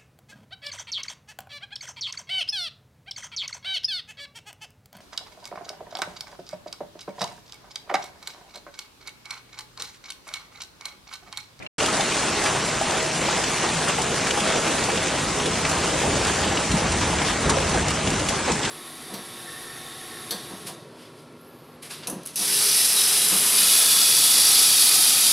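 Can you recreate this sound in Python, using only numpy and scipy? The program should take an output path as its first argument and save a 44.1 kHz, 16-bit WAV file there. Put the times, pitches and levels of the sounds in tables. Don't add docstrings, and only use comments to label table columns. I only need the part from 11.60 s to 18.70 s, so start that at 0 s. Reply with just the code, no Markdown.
import sys
import numpy as np
from scipy import signal
from scipy.fft import rfft, irfft, next_fast_len
from scipy.io import wavfile
from scipy.ndimage import uniform_filter1d

SR = 44100
rng = np.random.default_rng(int(sys.argv[2]) if len(sys.argv) > 2 else 0)


def amplitude_ratio(level_db):
    exponent = np.asarray(level_db, float) / 20
    return 10 ** exponent


def int16_out(signal):
    q = np.round(np.clip(np.atleast_2d(signal).T, -1, 1) * 32767)
    wavfile.write(sys.argv[1], SR, q.astype(np.int16))


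N = 313110

# (t/s, level/dB)
THUNDER_STRENGTH = [
    (0.19, -45),
    (3.06, -43.5),
    (4.89, -33.5),
    (4.91, -35),
    (5.17, -35),
    (5.41, -26),
    (5.43, -33),
    (5.67, -36.5),
    (6.15, -30.5),
    (7.1, -44),
]


def unit(x):
    return x / np.sqrt(np.mean(x ** 2) + 1e-20)


def along(points, hz, col=1):
    table = np.transpose(points)
    return np.interp(np.log(hz + 1), np.log(table[0] + 1), table[col])


def curves(rows):
    s, *cols = np.transpose(rows)
    return [np.interp(np.arange(N) / SR, s, c) for c in cols]


def slow(shape):
    return np.repeat(shape(np.arange(0, N, 64) / SR), 64, axis=-1)[..., :N]


def filtered(x, response):
    m = next_fast_len(N + 8192)
    return irfft(rfft(x, m) * response(np.fft.rfftfreq(m, 1 / SR)), m)[..., :N]


def stones(table, crack_db, ring_db, ring_t60, rise, smack_db=-4.5):
    smack_spread, smack_t60, crack_t60 = 0.45, 0.022, 0.059
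    ring, crack = np.zeros((2, 2, N + SR))
    t = np.arange(SR // 20) / SR
    onset = 1 - np.exp(-(t / rise) ** 2)
    gains, ratios = [0.5, 0.91, 0.52, 0.3], [0.84, 1, 1.11, 1.5]
    for s, db, hz, top_db in table:
        here = slice(round(s * SR), round(s * SR) + len(t))
        phases = 2 * np.pi * rng.random((4, 2, 1))
        modes = sum(g * np.sin(2 * np.pi * hz * k * t + u) for g, k, u in zip(gains, ratios, phases))
        offset = np.linspace(-1.6, 1.6, 12)[:, None, None] + 0.1 * rng.standard_normal((12, 2, 1))
        wide = hz * np.exp(smack_spread * offset)
        cluster = np.sin(2 * np.pi * (wide * t + rng.random(wide.shape))).sum(0)
        smack = amplitude_ratio(smack_db - 60 * t / smack_t60) * cluster
        ring[:, here] += amplitude_ratio(db + ring_db) * onset * (amplitude_ratio(-60 * t / ring_t60) * modes + smack)
        burst = rng.standard_normal((2, len(t)))
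        crack[:, here] += amplitude_ratio(top_db + crack_db - 60 * t / crack_t60) * onset * burst
    bright = lambda hz: 1 / (1 + (hz / 9500) ** 6) / (1 + (3000 / (hz + 1)) ** 3)
    return ring[:, :N] + filtered(crack[:, :N], bright)


def street():
    # (f/Hz, level/dB per Hz)
    street_tone = [(35, -39), (60, 5), (554, -1), (646, 1), (939, -7), (2370, -6), (3290, -15),
                   (11500, -33), (15000, -62), (22000, -120)]
    # (t/s, ring/dB, f/Hz, crack/dB)
    street_hits = [
        (0.023, -39, 2400, -49),
        (0.027, -58, 3630, -40),
        (0.045, -49, 2700, -49),
        (0.063, -34, 2750, -58),
    ]
    hiss = unit(filtered(rng.standard_normal((2, N)), lambda hz: amplitude_ratio(along(street_tone, hz))))
    hits = stones(street_hits, smack_db=-20, crack_db=1.5, ring_db=10.0, ring_t60=0.033, rise=0.0013)
    return amplitude_ratio(-40.5) * hiss + hits


def patchy(patchy_db, count=(6, 10)):
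    z = signal.stft(rng.standard_normal((2, N)), nperseg=512)[2]
    field = uniform_filter1d(rng.standard_normal(z.shape[1:]), count[0], 0)
    field = uniform_filter1d(field, count[1], 1)
    return unit(signal.istft(z * amplitude_ratio(patchy_db * unit(field)), nperseg=512)[1][:, :N])


def shower(count, spread_db, t60):
    s, chance = rng.random((count, 2)).T
    size_db = np.minimum(-spread_db * np.log(1 - chance), 9)
    energy = np.bincount((s * N).astype(int), amplitude_ratio(2 * size_db), N)
    energy = signal.lfilter([1], [1, -amplitude_ratio(-120 / (t60 * SR))], energy)
    return np.sqrt(energy / energy.mean())


def pings(count, centre_hz, scatter, cycles, spread_db):
    s, size, turn, other = rng.random((count, 4)).T
    hz = centre_hz * np.exp(scatter * rng.standard_normal((count, 1)))
    t = np.arange(SR // 40) / SR
    size_db = np.minimum(-spread_db * np.log(1 - size), 9)
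    fade = amplitude_ratio(size_db)[:, None] * np.exp(-t * hz / cycles) * (1 - np.exp(-t / 0.0018))
    at = ((s * N).astype(int)[:, None] + np.arange(len(t))).ravel()

    def one(phase):
        tones = fade * np.sin(2 * np.pi * (hz * t + phase[:, None]))
        return np.bincount(at, tones.ravel())[:N]

    return unit(np.array([one(turn), one(other)]))


def hail():
    # (t/s, level/dB)
    fall_level = [(0.19, -29.5), (0.25, -29.5), (0.36, -28), (0.42, -28.5), (1.48, -29.5), (1.82, -28.5),
                  (2.34, -29.5), (2.88, -28.5), (3.77, -30), (4.54, -28.5), (5.19, -29.5), (5.89, -30.5),
                  (6.12, -30.5), (7.1, -32)]
    # (f/Hz, level/dB per Hz)
    rattle_tone = [(120, -16.5), (200, -9), (281, -2.5), (356, -1), (491, -2.5), (634, -6), (804, -3),
                   (1250, -4.5), (2730, -7), (4850, -12), (6700, -11.5), (9250, -15.5), (11500, -30),
                   (15000, -53), (22000, -120)]
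    # (t/s, swell/dB, length/s, share reaching the sheet-metal body)
    flurries = [(0.234, 3.5, 0.068, 1.4), (0.41, 0.5, 0.14, 0.51), (0.87, 3, 0.055, 0.55),
                (1.21, -1.5, 0.094, 0.66), (1.693, 2, 0.11, 0.81), (2.056, 2, .08, 0.94),
                (2.223, 1, .04, 0.9), (2.291, 5.5, .04, 0.72), (2.693, 0, .04, .3),
                (2.886, 1.5, 0.072, 2.2), (2.97, 2, 0.067, 1.9), (3.067, 1.5, 0.055, 2.5),
                (3.6, 2, 0.03, .6), (3.793, 0, .03, .6), (3.993, 1.5, 0.037, 0.65),
                (4.064, 1.5, 0.033, 0.35), (4.448, 0, .08, 2.4), (4.68, 1, 0.067, 1.4),
                (5.18, 3.5, 0.054, 0.31), (5.343, 2.5, 0.038, .6), (5.432, 3.5, .04, 1.4),
                (5.595, 1.5, .06, 0.36), (5.69, 5, 0.08, 0.27), (5.892, 1.5, 0.13, 2.9),
                (6.02, 1.5, .14, 2.9), (6.16, 1.5, 0.075, 3.3), (6.302, 2, 0.044, .4),
                (6.724, 2.5, 0.11, 0.36), (6.893, 4.5, 0.05, 1.7), (7.053, 5.5, 0.034, 0.25)]
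    top_follows = 0.41
    body_per_thunder = 0.092

    level_db, = curves(fall_level)
    thunder_db, = curves(THUNDER_STRENGTH)
    flurry_db, drum_db = slow(lambda t: sum(
        db * np.outer([1, body], np.exp(-(2 * (t - s) / length) ** 2)) for s, db, length, body in flurries))

    crackle = shower(count=4000, spread_db=3, t60=0.01)
    clatter = shower(count=600, spread_db=1.0, t60=0.15)
    grain = np.sqrt(0.67 + 0.18 * crackle ** 2 + 0.14 * clatter ** 2)
    both = grain * patchy(patchy_db=1.5)
    both = unit(filtered(both, lambda hz: amplitude_ratio(along(rattle_tone, hz))))
    both = both + amplitude_ratio(-10.0) * pings(count=1500, centre_hz=800, scatter=0.453, cycles=5.2, spread_db=4.0)
    both = both + amplitude_ratio(-18.5) * pings(count=1500, centre_hz=2619, scatter=0.45, cycles=13.5, spread_db=10.0)

    top = filtered(both, lambda hz: 1 / (1 + (3800 / (hz + 1)) ** 4))
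    body = filtered(both, lambda hz: 1 / (1 + (hz / 1000) ** 4))
    top_db = (top_follows - 1) * flurry_db + 0.5
    body_db = drum_db - flurry_db + body_per_thunder * (thunder_db - thunder_db.mean()) + 0.41
    both = both + (amplitude_ratio(top_db) - 1) * top + (amplitude_ratio(body_db) - 1) * body
    return amplitude_ratio(level_db + flurry_db + 3.5) * both


def near_stones():
    # (t/s, ring/dB, f/Hz, crack/dB)
    panel_hits = [(0.201, -16, 2830, -31), (0.258, -18, 3380, -26), (0.406, -15, 3600, -30),
                  (0.858, -16, 2350, -29), (1.402, -21, 2610, -37), (1.838, -17.5, 3090, -28),
                  (2.087, -17, 3600, -35), (2.667, -16, 1600, -27), (2.706, -13.5, 2950, -28),
                  (2.802, -18.5, 3100, -34), (3.299, -18, 1670, -31), (3.373, -19.5, 3350, -39),
                  (3.587, -20, 2700, -34), (3.797, -17, 2820, -43), (3.856, -17.5, 3480, -32),
                  (4.05, -15, 2320, -36), (4.241, -19.5, 3740, -40), (4.694, -16.5, 1534, -33),
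                  (4.971, -15.5, 2910, -44), (5.114, -17, 2750, -25.5), (5.583, -20, 3390, -31),
                  (5.616, -16.5, 2140, -34), (5.701, -20, 2020, -42), (5.893, -22, 2000, -19),
                  (5.982, -18, 1600, -33), (6.472, -19, 3400, -35), (6.685, -18, 3430, -21.5),
                  (6.889, -27, 1970, -39), (7.029, -19, 3360, -38), (7.049, -19, 3620, -52)]
    # (t/s, crack/dB)
    shatters = [(.836, -25), (1.306, -28), (2.282, -26.5), (2.416, -26), (3.237, -25), (4.091, -26),
                (4.112, -27), (4.645, -29), (4.667, -26.5), (5.18, -31), (5.318, -25), (5.675, -29),
                (5.897, -22), (6.091, -29), (6.139, -29), (6.28, -25), (6.303, -27), (6.501, -27.5),
                (6.593, -26.5), (6.866, -34), (6.916, -25)]
    pane_hz, pane_ring_db = 2700, -5
    glass = [(s, db + pane_ring_db, pane_hz, db) for s, db in shatters]
    return stones(panel_hits + glass, crack_db=11, ring_db=-1.5, ring_t60=0.041, rise=0.0024)


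def knocks():
    # (t/s, ring/dB, f/Hz)
    knock_hits = [(0.226, -23, 920), (0.28, -20.5, 1270), (0.395, -19, 800), (0.475, -33, 800),
                  (0.631, -21, 870), (0.836, -23, 827), (1.211, -17, 800), (1.682, -19, 840),
                  (2.039, -21.5, 1056), (2.384, -17, 878), (2.774, -17, 818), (3.076, -22, 800),
                  (3.284, -21.5, 812), (3.329, -17, 473), (3.798, -24, 1100), (3.861, -18, 503),
                  (4.333, -20.5, 610), (4.432, -21, 815), (4.45, -23, 550), (4.678, -22, 790),
                  (5.176, -26, 446), (5.417, -21.5, 980), (5.529, -18.5, 873), (5.613, -20.5, 823),
                  (5.893, -16, 1100), (5.97, -18, 542), (6.271, -22, 490), (6.472, -21, 450),
                  (6.721, -24, 1060), (6.886, -23, 970)]
    hits = [(s, db, hz, db) for s, db, hz in knock_hits]
    return stones(hits, crack_db=-9, ring_db=-2.5, ring_t60=0.12, rise=0.0019)


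def thunder():
    # (f/Hz, level/dB per Hz)
    rumble_tone = [(13, -37), (22, -40), (49, 0), (92, 2.5), (120, -14), (160, -16), (260, -120)]
    # (f/Hz, level/dB per Hz)
    growl_tone = [(59, -41), (100, -6), (204, -1), (296, -3.5), (420, -9), (550, -42), (920, -120)]
    # (t/s, swell/dB, share in the deep register/0-1)
    low_surges = [(.25, 1, 0), (.74, 1, 0.7), (.92, 3.5, 0), (1.17, 5.5, 0.7), (1.63, 1, 0), (2.15, 2, 0.7),
                  (2.52, 6.5, .6), (3.27, 5, .8), (3.54, -0.5, .2), (3.63, 6, .8), (3.96, 2, .6), (4.19, 5, 1),
                  (4.48, 12.5, 0.56), (4.87, 5, .7), (5.13, 16, 0.43), (5.44, 6.5, 0.9), (5.56, 2, 1),
                  (5.87, 12, 0.55), (6.12, 7.5, 0.35), (6.48, 8.5, 0.17), (6.56, 5.5, 0.35), (6.93, 8.5, 0.45)]
    rise_s, fall_s = 0.03, 0.064
    growl_mean_db, growl_follows = -33.5, 0.32

    strength_db, = curves(THUNDER_STRENGTH)
    swell = lambda u: np.exp(np.where(u < 0, -(u / rise_s) ** 2, -abs(u) / fall_s))
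    roll_db, growl_db = slow(lambda t: sum(
        db * 1.31 * np.outer([deep, 1 - deep], swell(t - s)) for s, db, deep in low_surges))
    roll, growl = [unit(filtered(rng.standard_normal(N), lambda hz: amplitude_ratio(along(tone, hz))))
                   for tone in (rumble_tone, growl_tone)]
    growl_db = growl_db + growl_mean_db + growl_follows * (strength_db - strength_db.mean())
    return amplitude_ratio(strength_db + roll_db - 2.5) * roll + amplitude_ratio(growl_db - 2.5) * growl


def starved(x, kept, fine, linger, own, drain=0):
    hop, lead = 1024, 1201
    thunder_peak_s = 5.15
    n, k = np.arange(2 * hop)[:, None], np.arange(hop)
    basis = np.cos(np.pi / hop * (n + 0.5 + hop / 2) * (k + 0.5)) * np.sqrt(2 / hop)
    basis = basis * signal.windows.kaiser_bessel_derived(2 * hop, 4 * np.pi)[:, None]
    at = np.arange(N // hop + 3)[:, None] * hop + n.T
    z = np.pad(x, (lead, 4 * hop))[at] @ basis
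    hz = (k + 0.5) * SR / 2 / hop
    step = np.sqrt(abs(uniform_filter1d(z ** 2, size=32)) + 1e-20) / amplitude_ratio(along(fine, hz))
    edges, shares = np.transpose(kept)
    luck = rng.standard_normal(len(z)) + own * rng.standard_normal((len(kept), len(z)))
    budget = signal.lfilter([1], [1, -linger], luck)
    budget += drain * np.outer(edges > 10000, at[:, 0] > thunder_peak_s * SR)
    keep = np.argsort(np.argsort(budget)) / len(z) < shares[:, None]
    z = np.round(z / step) * step * keep[np.searchsorted(edges, hz, "right") - 1].T
    return np.bincount(at.ravel(), (z @ basis.T).ravel())[lead:lead + N]


def phone(mid, other):
    # (f/Hz, width/Hz, level/dB)
    humming_panels = [(149.6, 61, 6), (637.3, 12, 9.5), (790, 100, 1)]
    # (f/Hz, level/dB)
    side_level = [(150, -53), (330, -16), (550, -7), (1150, -9.5), (1500, -22.5), (4100, -7.5), (6300, -3),
                  (8000, 0), (11500, 6)]
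    # (f/Hz, share/0-1, phase/rad)
    side_tied = [(310, 0.07, 3), (613, 0.5, 1.5), (1200, 0.6, 0.75), (1600, 0.1, 0.5), (6000, .05, -1.6),
                 (6440, .35, -1.5), (8200, .45, -1.6), (9800, .1, -1.5)]
    # (lower edge f/Hz, share/0-1)
    mid_kept = [(0, 1), (8270, .96), (8960, .84), (9650, .6), (10340, .34), (11020, .17), (11710, 0)]
    # (lower edge f/Hz, share/0-1)
    side_kept = [(0, .6), (340, 1), (1030, .92), (1200, .7), (1380, .04), (1550, 0), (4130, .5),
                 (4480, .62), (5170, .76), (5680, .62), (6200, .94), (6890, 1), (10340, .8), (11020, .6),
                 (11710, .07), (12050, 0)]
    # (f/Hz, band rms over rounding step/dB)
    mid_fine = [(150, 25), (800, 17), (1500, 12), (7000, 10.5), (9000, 5), (10300, 0), (11500, -3)]
    # (f/Hz, band rms over rounding step/dB)
    side_fine = [(150, -2), (500, 13), (850, 10), (1200, 3), (4500, 3), (6000, 6), (8500, 11), (10000, 6),
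                 (11500, -3)]

    hum = lambda hz: amplitude_ratio(sum(db / (1 + (2 * (hz - c) / w) ** 2) for c, w, db in humming_panels))
    mid, other = filtered(np.array([mid, other]), hum)
    share = lambda hz: np.clip(along(side_tied, hz), 0, 1)
    tied = filtered(mid, lambda hz: share(hz) * np.exp(-1j * along(side_tied, hz, col=2)))
    free = filtered(other, lambda hz: np.sqrt(1 - share(hz) ** 2))
    side = filtered(tied + free, lambda hz: amplitude_ratio(along(side_level, hz)))
    side = starved(side, side_kept, side_fine, linger=0.45, own=0.6, drain=2.5)
    mid = starved(mid, mid_kept, mid_fine, linger=0.35, own=0.7, drain=0.5)
    return np.array([mid + side, mid - side])


def scene():
    street_end_s, car_start_s = 0.0745, 0.1815
    t = np.arange(N) / SR
    mid, other = hail() + knocks() + near_stones()
    car = phone(mid + thunder(), other)
    street_gate = np.clip((street_end_s - t) / 0.003, 0, 1)
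    car_gate = np.clip((t - car_start_s) / 0.0012, 0, 1) ** 2
    return street() * street_gate + car * car_gate


def roll_off(x):
    return signal.sosfilt(signal.butter(12, 15500, fs=SR, output="sos"), x)


def record(dry):
    return roll_off(dry)


dry = scene()
out = record(dry)
int16_out(out)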